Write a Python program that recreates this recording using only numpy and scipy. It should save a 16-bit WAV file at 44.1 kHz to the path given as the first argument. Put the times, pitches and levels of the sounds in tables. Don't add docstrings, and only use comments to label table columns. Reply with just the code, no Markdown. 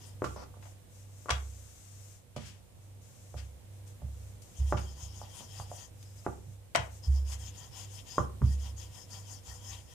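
import sys
import numpy as np
from scipy import signal
from scipy.fft import rfft, irfft, next_fast_len
from scipy.io import wavfile

SR = 44100
rng = np.random.default_rng(int(sys.argv[2]) if len(sys.argv) > 2 else 0)


def master(y):
    cut = np.clip(np.atleast_2d(y).T, -1, 1)
    pcm = np.round(cut * 32767)
    wavfile.write(sys.argv[1], SR, pcm.astype(np.int16))


N = 438337
TIME = np.arange(N) / SR

# pitch_hz [Hz], level_db [dB], t60_s [s]
WOOD_MODES = [(334, -6, 0.023), (395, 1, 0.031), (497, -0.5, 0.027), (600, 0, 0.03), (702, 0.5, .022),
              (814, 1.5, 0.021), (930, 3.5, 0.017), (1069, 1, 0.024), (1152, 2.5, 0.03),
              (1352, -0.5, 0.029), (1715, -9, 0.038), (1865, -12, 0.036)]


def amp(db):
    return 10 ** (np.asarray(db) / 20)


def rms_one(x):
    return x / np.sqrt(np.mean(x ** 2) + 1e-20)


def at_hz(points, hz):
    table_hz, values = np.array(points)[:, 0], np.array(points)[:, 1]
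    return np.interp(np.log(hz + 1), np.log(table_hz), values)


def colour(x, spectrum):
    size = next_fast_len(N)
    hz = np.arange(size // 2 + 1) * SR / size
    shaped = rfft(x, size) * amp(at_hz(spectrum, hz))
    return rms_one(irfft(shaped, size)[..., :N])


def resonate(x, hz, width_hz):
    r = np.exp(-np.pi * width_hz / SR)
    feed = (1 - r * r) / 2 * np.array([1, 0, -1])
    feedback = [1, -2 * r * np.cos(2 * np.pi * hz / SR), r * r]
    return signal.lfilter(feed, feedback, x)


def ring(modes, t, extra_db):
    hz, level_db, t60_s = np.transpose(modes)[:, :, None]
    decay_db = level_db + np.reshape(extra_db, (-1, 1)) - 60 * t / t60_s
    return np.sum(amp(decay_db) * np.sin(2 * np.pi * hz * t), axis=0)


def grains(per_s, spread_db, smooth):
    sizes = amp(spread_db * np.minimum(rng.exponential(1, (2, N)), 5))
    clicks = sizes * rng.choice([-1, 1], (2, N)) * (rng.random((2, N)) < per_s / SR)
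    return rms_one(clicks) + smooth * rng.standard_normal((2, N))


def drift(per_s):
    lowpass = signal.butter(2, per_s, fs=SR, output="sos")
    return rms_one(signal.sosfilt(lowpass, rng.standard_normal(N + SR))[SR:])


def swells(rows):
    power = 2.0
    out = np.zeros(N)
    for top_s, level_db, rise_s, fall_s, *hold in rows:
        hold_s = sum(hold)
        near = slice(max(int((top_s - rise_s) * SR), 0), int((top_s + hold_s + fall_s) * SR))
        t = TIME[near] - top_s
        rise, fall = 1 + t / rise_s, 1 - (t - hold_s) / fall_s
        open_share = np.clip(np.minimum(rise, fall), 0, 1)
        out[near] += amp(level_db) * np.sin(np.pi / 2 * open_share) ** power
    return out


def add(out, sound, start_s):
    at = round(start_s * SR)
    out[..., at:at + sound.shape[-1]] += sound[..., :N - at]


def strokes():
    # fastest_s [s], level_db [dB], rise_s [s], fall_s [s]
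    stroke_rows = [(.038, -55, 0.067, 0.14), (4.61, -55.5, 0.096, 0.11), (4.71, -52, 0.084, 0.075),
                   (4.79, -53, 0.039, 0.28), (5.028, -50, 0.084, 0.092), (5.204, -53, 0.18, 0.15),
                   (5.404, -49.5, 0.14, 0.1), (5.6, -50, 0.19, 0.085), (5.8, -49.5, 0.2, 0.12),
                   (7.052, -53, 0.041, 0.066), (7.15, -52, 0.069, 0.11), (7.33, -45.5, 0.097, 0.048),
                   (7.456, -49.5, 0.12, .09), (7.608, -51.5, 0.11, 0.13), (7.79, -47, 0.098, 0.14),
                   (7.966, -50, 0.092, 0.1), (8.12, -49, 0.099, 0.19), (8.52, -50.5, 0.13, 0.06),
                   (8.66, -51, 0.12, 0.094), (8.81, -49.5, 0.064, 0.11), (8.97, -51.5, 0.093, 0.13),
                   (9.15, -48.5, 0.092, 0.14), (9.32, -49.5, 0.092, 0.12), (9.5, -48, 0.09, 0.13),
                   (9.7, -47.5, 0.14, .18), (9.94, -56, 0.13, 0.057)]
    # pitch_hz [Hz], level_db [dB per Hz]
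    flour_spectrum = [(600, -24), (1500, -1.5), (3000, -24), (5000, -1), (7000, 4), (9000, -0.5),
                      (12000, -1.5), (16000, 1.5)]
    # pitch_hz [Hz], width_hz [Hz], level_db [dB]
    grip_hollows = [(1875, 180, -13.5), (2990, 1500, -3.5), (3195, 250, -7.5), (4740, 480, -6),
                    (5244, 360, -1.5), (5850, 300, -6.5), (6570, 900, 1), (7110, 620, -5.5),
                    (8340, 4400, -3.5)]
    # pitch_hz [Hz], width_hz [Hz], level_db [dB]
    rolling_modes = [(61, 47, -34), (790, 77, 8), (960, 84, 10.5), (1340, 48, -3), (1830, 87, -12.5)]
    rumble_db = -12

    grip = 0
    for hz, width_hz, level_db in grip_hollows:
        rub = grains(9000.0, 4.5, 4.0)[0]
        rub = resonate(resonate(rub, hz, width_hz), hz, width_hz)
        grip = grip + rms_one(rub) * amp(level_db + 3.5 * drift(11.0))
    flour = colour(grains(8300.0, 4.0, 9.4), flour_spectrum)
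    hiss = flour * amp([[-8], [-9]]) + rms_one(grip) * amp([[3], [-18]])

    drive = grains(2500.0, 4.0, .8)
    drive = 0.43 * drive[0] + 1.13 * drive
    rumble = rms_one(sum(amp(level_db) * resonate(drive, hz, width_hz)
                         for hz, width_hz, level_db in rolling_modes))
    rumble = rumble * amp(rumble_db + 2.0 * drift(5.5)) * amp([[-2.5], [2.5]])
    return swells(stroke_rows) * (hiss + rumble)


def rustle():
    # top_s [s], level_db [dB], rise_s [s], fall_s [s], hold_s [s]
    rub_rows = [(.27, -61, 0.09, 0.038, 0.078), (.65, -63, 0.058, 0.099, 0.032),
                (.96, -64, .09, 0.082, 0.045), (1.25, -62.5, 0.28, 0.13, 0), (1.31, -58, 0.033, 0.11, 0),
                (1.42, -60.5, 0.12, 0.15, 0.69), (2.55, -75, .03, 0.12, 0), (2.82, -72.5, .02, .18, 0),
                (3.022, -65.5, 0.014, 0.23, 0.36), (3.766, -71, 0.087, 0.074, 0),
                (3.874, -64, 0.019, 0.11, 0), (4.282, -66.5, 0.35, 0.14, 0), (4.422, -65, .01, .15, 0.098),
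                (6.036, -66.5, 0.14, 0.097, 0.086), (6.176, -63.5, 0.027, 0.28, 0.077),
                (6.536, -68.5, 0.15, .05, 0), (6.8, -61.5, 0.013, 0.044, 0.059),
                (6.942, -61, 0.074, .07, 0.026)]
    # pitch_hz [Hz], level_db [dB per Hz]
    cloth_spectrum = [(4500, -13), (5500, -6), (6500, -2), (8000, -4), (10000, -12), (15500, -16.5)]
    hiss = colour(grains(9000.0, 1.9, 3.1), cloth_spectrum)
    return swells(rub_rows) * hiss * amp([[5], [-1.5]])


def squeaks():
    # start_s [s], level_db [dB], length_s [s]
    squeak_rows = [(3.368, -60, 0.045), (5.96, -69, 0.21), (6.176, -63, 0.035), (7.024, -52.5, 0.049),
                   (8.07, -54, 0.14)]
    pitch_hz, width_hz = 5080, 400
    rub = resonate(resonate(rng.standard_normal(N), pitch_hz, width_hz), pitch_hz, width_hz)
    swell = 0
    for start_s, level_db, length_s in squeak_rows:
        progress = np.clip((TIME - start_s) / length_s, 0, 1)
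        swell = swell + amp(level_db) * np.sin(np.pi * progress)
    return rms_one(rub) * swell * amp([[5], [-10]])


def knocks():
    # [dB, left minus right]
    knock_rows = [(0.219, -18, 443, 0.16, 10.5, -13, 1.5), (0.241, -23.5, 1050, 0.18, 2.5, -14, -13),
                  (0.361, -39.5, 700, 0.3, 26, -25, -9), (0.539, -50, 900, 0.3, 6, -12, -18),
                  (0.568, -45, 596, 0.25, 28, -4, -4), (1.257, -35, 564, 0.2, 7, -17, 3),
                  (1.284, -34, 350, 0.11, -5, -24, 11), (1.291, -22.5, 1370, 0.17, 16.5, -27, -6),
                  (1.302, -24, 1090, 0.42, 15, -37, -2), (2.363, -30, 580, 0.48, 20, 1.5, -7.5),
                  (3.341, -36.5, 623, 0.22, 26, -3.5, -6), (4.018, -42, 595, 0.62, 16, 1.5, -6),
                  (4.723, -13, 625, 0.31, 8, -11, -2.5), (4.745, -55, 401, 0.9, 17, 11, 6),
                  (4.778, -35, 1100, 0.2, 13, -7, -7), (5.214, -34.5, 804, 0.34, 40, -17, -4),
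                  (5.405, -44, 760, 0.65, 34, 1, -10), (5.598, -32, 857, 0.18, 43, -21, -4),
                  (5.714, -32.5, 724, 0.2, 64, -16, -2), (6.263, -17.5, 390, 0.36, 4.5, -14.5, -3),
                  (6.751, -20, 650, 0.62, 17, -20, -1), (8.18, -11.5, 1070, 0.68, 4.5, -14.5, -2),
                  (8.417, -28, 374, 0.15, 5.5, 7.5, 0.5)]
    # pitch_hz [Hz], level_db [dB], t60_s [s]
    low_modes = [(135, 5.5, 0.068), (194, -1.5, 0.1), (225, 6, 0.042)]
    out, t = np.zeros((2, N)), TIME[:SR // 4]
    mode_hz = np.array(WOOD_MODES)[:, 0]
    chance = rng.standard_normal((len(knock_rows), len(WOOD_MODES)))
    for (start_s, level_db, hz, contact_ms, fall_db, low_db, pan_db), luck in zip(knock_rows, chance):
        octaves_off = np.abs(np.log2(mode_hz / hz))
        body = ring(WOOD_MODES, t, -fall_db * octaves_off + 2.5 * luck)
        body *= 1 - np.exp(-t / .0007)
        force = t * np.exp(-(1000 * t / contact_ms) ** 2 * 4)
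        body = signal.fftconvolve(body, force[:300])[:len(t)]
        low = ring(low_modes, t, 0) * (1 - np.exp(-t / 0.0048))
        blow = body / np.abs(body).max() + amp(low_db - 6.5) * low
        sides_db = level_db + np.array([[pan_db], [-pan_db]]) / 2
        add(out, blow * amp(sides_db), start_s + 0.00152)
    return out


def slaps():
    # start_s [s], level_db [dB], tilt_db [dB per octave], rise_ms [ms], decay_ms [ms]
    slap_rows = [(.241, -49, 8, 0.34, 22), (0.361, -49, -6, 1.1, 6), (0.624, -55, 0.5, 0.93, 10),
                 (.65, -54.5, -3.5, 6.5, 8.1), (1.294, -32, 1.5, 0.2, 2.3), (1.303, -25.5, 1, 0.45, 2),
                 (1.3057, -24.5, 3, 1.1, 3.15), (2.362, -48, 5.5, .5, 16), (2.385, -59, 6.5, 16, 64),
                 (2.439, -57, 9, 16, 38), (3.362, -55.5, 5.5, 17, 19), (3.874, -58, 17, 1.2, 5.8),
                 (4.419, -57, 15.5, .5, 13), (4.769, -43.5, 1, 2.8, 10), (6.027, -53, 12.5, 0.58, 2.3),
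                 (6.238, -59.5, -2.5, 12, 20), (6.7492, -23.5, 2, 0.42, 1.3), (6.753, -20, -2.5, 0.56, 4.6),
                 (6.7589, -25, 7, 0.16, 2), (7.312, -51, 8.5, 14, 12)]
    # pitch_hz [Hz], level_db [dB per Hz]
    smack_spectrum = [(250, -35), (600, 9.5), (1200, 4), (2000, -1), (3100, -4.5), (4200, -14),
                      (5200, -12.5), (8000, -20), (15000, -42)]
    out, t = np.zeros((2, N)), TIME[:SR // 4]
    hz = np.arange(len(t) // 2 + 1) * SR / len(t)
    for start_s, level_db, tilt_db, rise_ms, decay_ms in slap_rows:
        noise = rng.standard_normal((2, len(t)))
        noise = noise + 0.13 * noise[0]
        shape = amp(at_hz(smack_spectrum, hz) + tilt_db * np.log2((hz + 1) / 1000))
        noise = rms_one(irfft(rfft(noise) * shape, len(t)))
        burst = (1 - np.exp(-1000 * t / rise_ms)) ** 2 * np.exp(-1000 * t / decay_ms)
        add(out, amp(level_db) * noise * burst / burst.max(), start_s)
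    return signal.sosfilt(signal.butter(2, 400, "high", fs=SR, output="sos"), out)


def drag():
    # top_s [s], level_db [dB], rise_s [s], fall_s [s], hold_s [s]
    drag_row = (.362, -66, .003, .012, .075)
    rattle_db = 14.5
    favoured_db = -9.0 * np.abs(np.log2(np.array(WOOD_MODES)[:, 0] / 800.0))
    wood = ring(WOOD_MODES, TIME[:SR // 20], favoured_db)
    rattle = signal.fftconvolve(grains(920.0, 2.3, 0.38), wood[None], axes=1)[:, :N]
    hiss = resonate(rng.standard_normal(N), hz=5200, width_hz=1300) * amp([[3], [-8]])
    return swells([drag_row]) * (rms_one(hiss) + amp(rattle_db) * rms_one(rattle))


def pushes():
    # [dB, upper modes relative to the lower]
    push_rows = [(0.265, -40.5, 0), (1.318, -30.5, -4), (2.377, -49.5, -5), (3.356, -37, -8),
                 (4.037, -35, -0.5), (4.607, -24, -12.5), (4.741, -39.5, 12.5), (5.025, -40, -5),
                 (5.598, -48.5, 6), (6.282, -44.5, 9), (6.481, -52, 9), (6.789, -41.5, 9),
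                 (7.089, -20, -12.5), (8.199, -34.5, 8.5), (8.434, -21.5, 2.5), (9.484, -46.5, -7),
                 (9.689, -49.5, -3)]
    # pitch_hz [Hz], level_db [dB], t60_s [s]
    lower_modes = [(68.6, 4, 0.85), (62.6, -37, 0.1), (81, -26, 0.048)]
    # pitch_hz [Hz], level_db [dB], t60_s [s]
    upper_modes = [(100.1, 1.5, 0.27), (127.4, 3.5, 0.23), (179, -8.5, 0.25)]
    out, t = np.zeros((2, N)), TIME[:SR]
    lower = ring(lower_modes, t, 0) * amp([[-1.1], [1.1]])
    upper = ring(upper_modes, t, 0) * amp([[-4], [2.5]])
    onset = (1 - np.exp(-t / 0.0089)) ** 2
    for time_s, level_db, upper_db in push_rows:
        boom = lower + amp(upper_db) * upper
        add(out, amp(level_db) * boom * onset, time_s - .022)
    return signal.sosfilt(signal.butter(2, 42, "high", fs=SR, output="sos"), out)


def kitchen(x):
    # pitch_hz [Hz], t60_s [s]
    room_decay = [(150, 0.62), (500, 0.29), (1500, 0.28), (4000, 0.23), (10000, 0.1)]
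    reverb_db = -7
    t, tail = TIME[:SR // 2], 0
    for low_hz in 60 * 2. ** np.arange(8):
        band = signal.butter(2, [low_hz, 2 * low_hz], "band", fs=SR, output="sos")
        noise = signal.sosfilt(band, rng.standard_normal((2, len(t))))
        tail = tail + noise * amp(-60 * t / at_hz(room_decay, np.sqrt(2) * low_hz))
    tail = tail * (1 - np.exp(-t / 0.0021))
    tail = tail / np.sqrt(np.sum(tail ** 2) / 2)
    return amp(reverb_db) * signal.fftconvolve(x, tail, axes=1)[:, :N]


def left_bright(x):
    lift = amp(2.5) * resonate(x[0], hz=3280, width_hz=7600)
    return np.array([x[0] + lift, x[1]])


def hum():
    # [dB rms, before the room swell]
    faint_tones = [(488.25, -77), (14998, -88)]
    motor_hz, motor_db = 97.62, -54
    mains_hz, mains_db = 99.83, -57
    in_step_s, waver_db = .2, 0.5
    low = 0
    for hz, level_db in [(motor_hz, motor_db), (mains_hz, mains_db)]:
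        tone = np.sqrt(2) * np.cos(2 * np.pi * hz * (TIME - in_step_s))
        low = low + amp(level_db + waver_db * drift(0.65)) * tone
    drone = resonate(rng.standard_normal(N), hz=98.7, width_hz=2.2)
    low = low + amp(-69) * rms_one(drone)
    lines = sum(np.sqrt(2) * amp(level_db) * np.sin(2 * np.pi * hz * TIME)
                for hz, level_db in faint_tones)
    return low * amp([[-.8], [.8]]) + lines


def air():
    # pitch_hz [Hz], level_db [dB per Hz]
    air_spectrum = [(15, -56), (25, -19), (43, -11), (72, -5), (97, -16), (120, -7), (145, -14), (249, -21),
                    (439, -25.5), (503, -21.5), (1370, -35.5), (3430, -35.5), (4740, -38.5), (8360, -34.5),
                    (16000, -43)]
    # pitch_hz [Hz], correlation [-1 to 1]
    likeness = [(60, 0.41), (240, 0.31), (950, 0.086), (3770, -0.13), (15000, 0.00028)]
    # [dB, left minus right]
    balance = [(60, -1), (180, -5.5), (550, -4), (1650, -4), (4970, 0.5), (15000, -1.5)]
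    air_db = -59
    size = next_fast_len(N)
    hz = np.arange(size // 2 + 1) * SR / size
    mid, side = rfft(rng.standard_normal((2, size))) * amp(at_hz(air_spectrum, hz))
    alike = np.clip(at_hz(likeness, hz), -1, 1)
    pair = np.sqrt(1 + alike) * mid + np.sqrt(1 - alike) * side * [[1], [-1]]
    pair = pair * amp(at_hz(balance, hz) / [[2], [-2]])
    level = np.sqrt(np.mean(irfft(pair * (hz > 110), size) ** 2))
    return amp(air_db) * irfft(pair, size)[:, :N] / level


def scene():
    # time_s [s], level_db [dB]
    room_swell = [(0, 2.5), (1, -0.5), (2.2, -2.5), (2.6, -1.5), (4, 1.5), (5.5, 2), (6.7, -1), (7.2, 2.5),
                  (8.5, 3), (9.94, 0.5)]
    blows = knocks() + slaps() + drag()
    blows = left_bright(blows + kitchen(blows))
    quiet = (air() + hum()) * amp(np.interp(TIME, *np.transpose(room_swell)))
    return strokes() + rustle() + squeaks() + blows + pushes() + quiet


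def record(dry):
    lowpass = signal.cheby2(16, 70, 15800, fs=SR, output="sos")
    return signal.sosfilt(lowpass, dry)


dry = scene()
out = record(dry)
master(out)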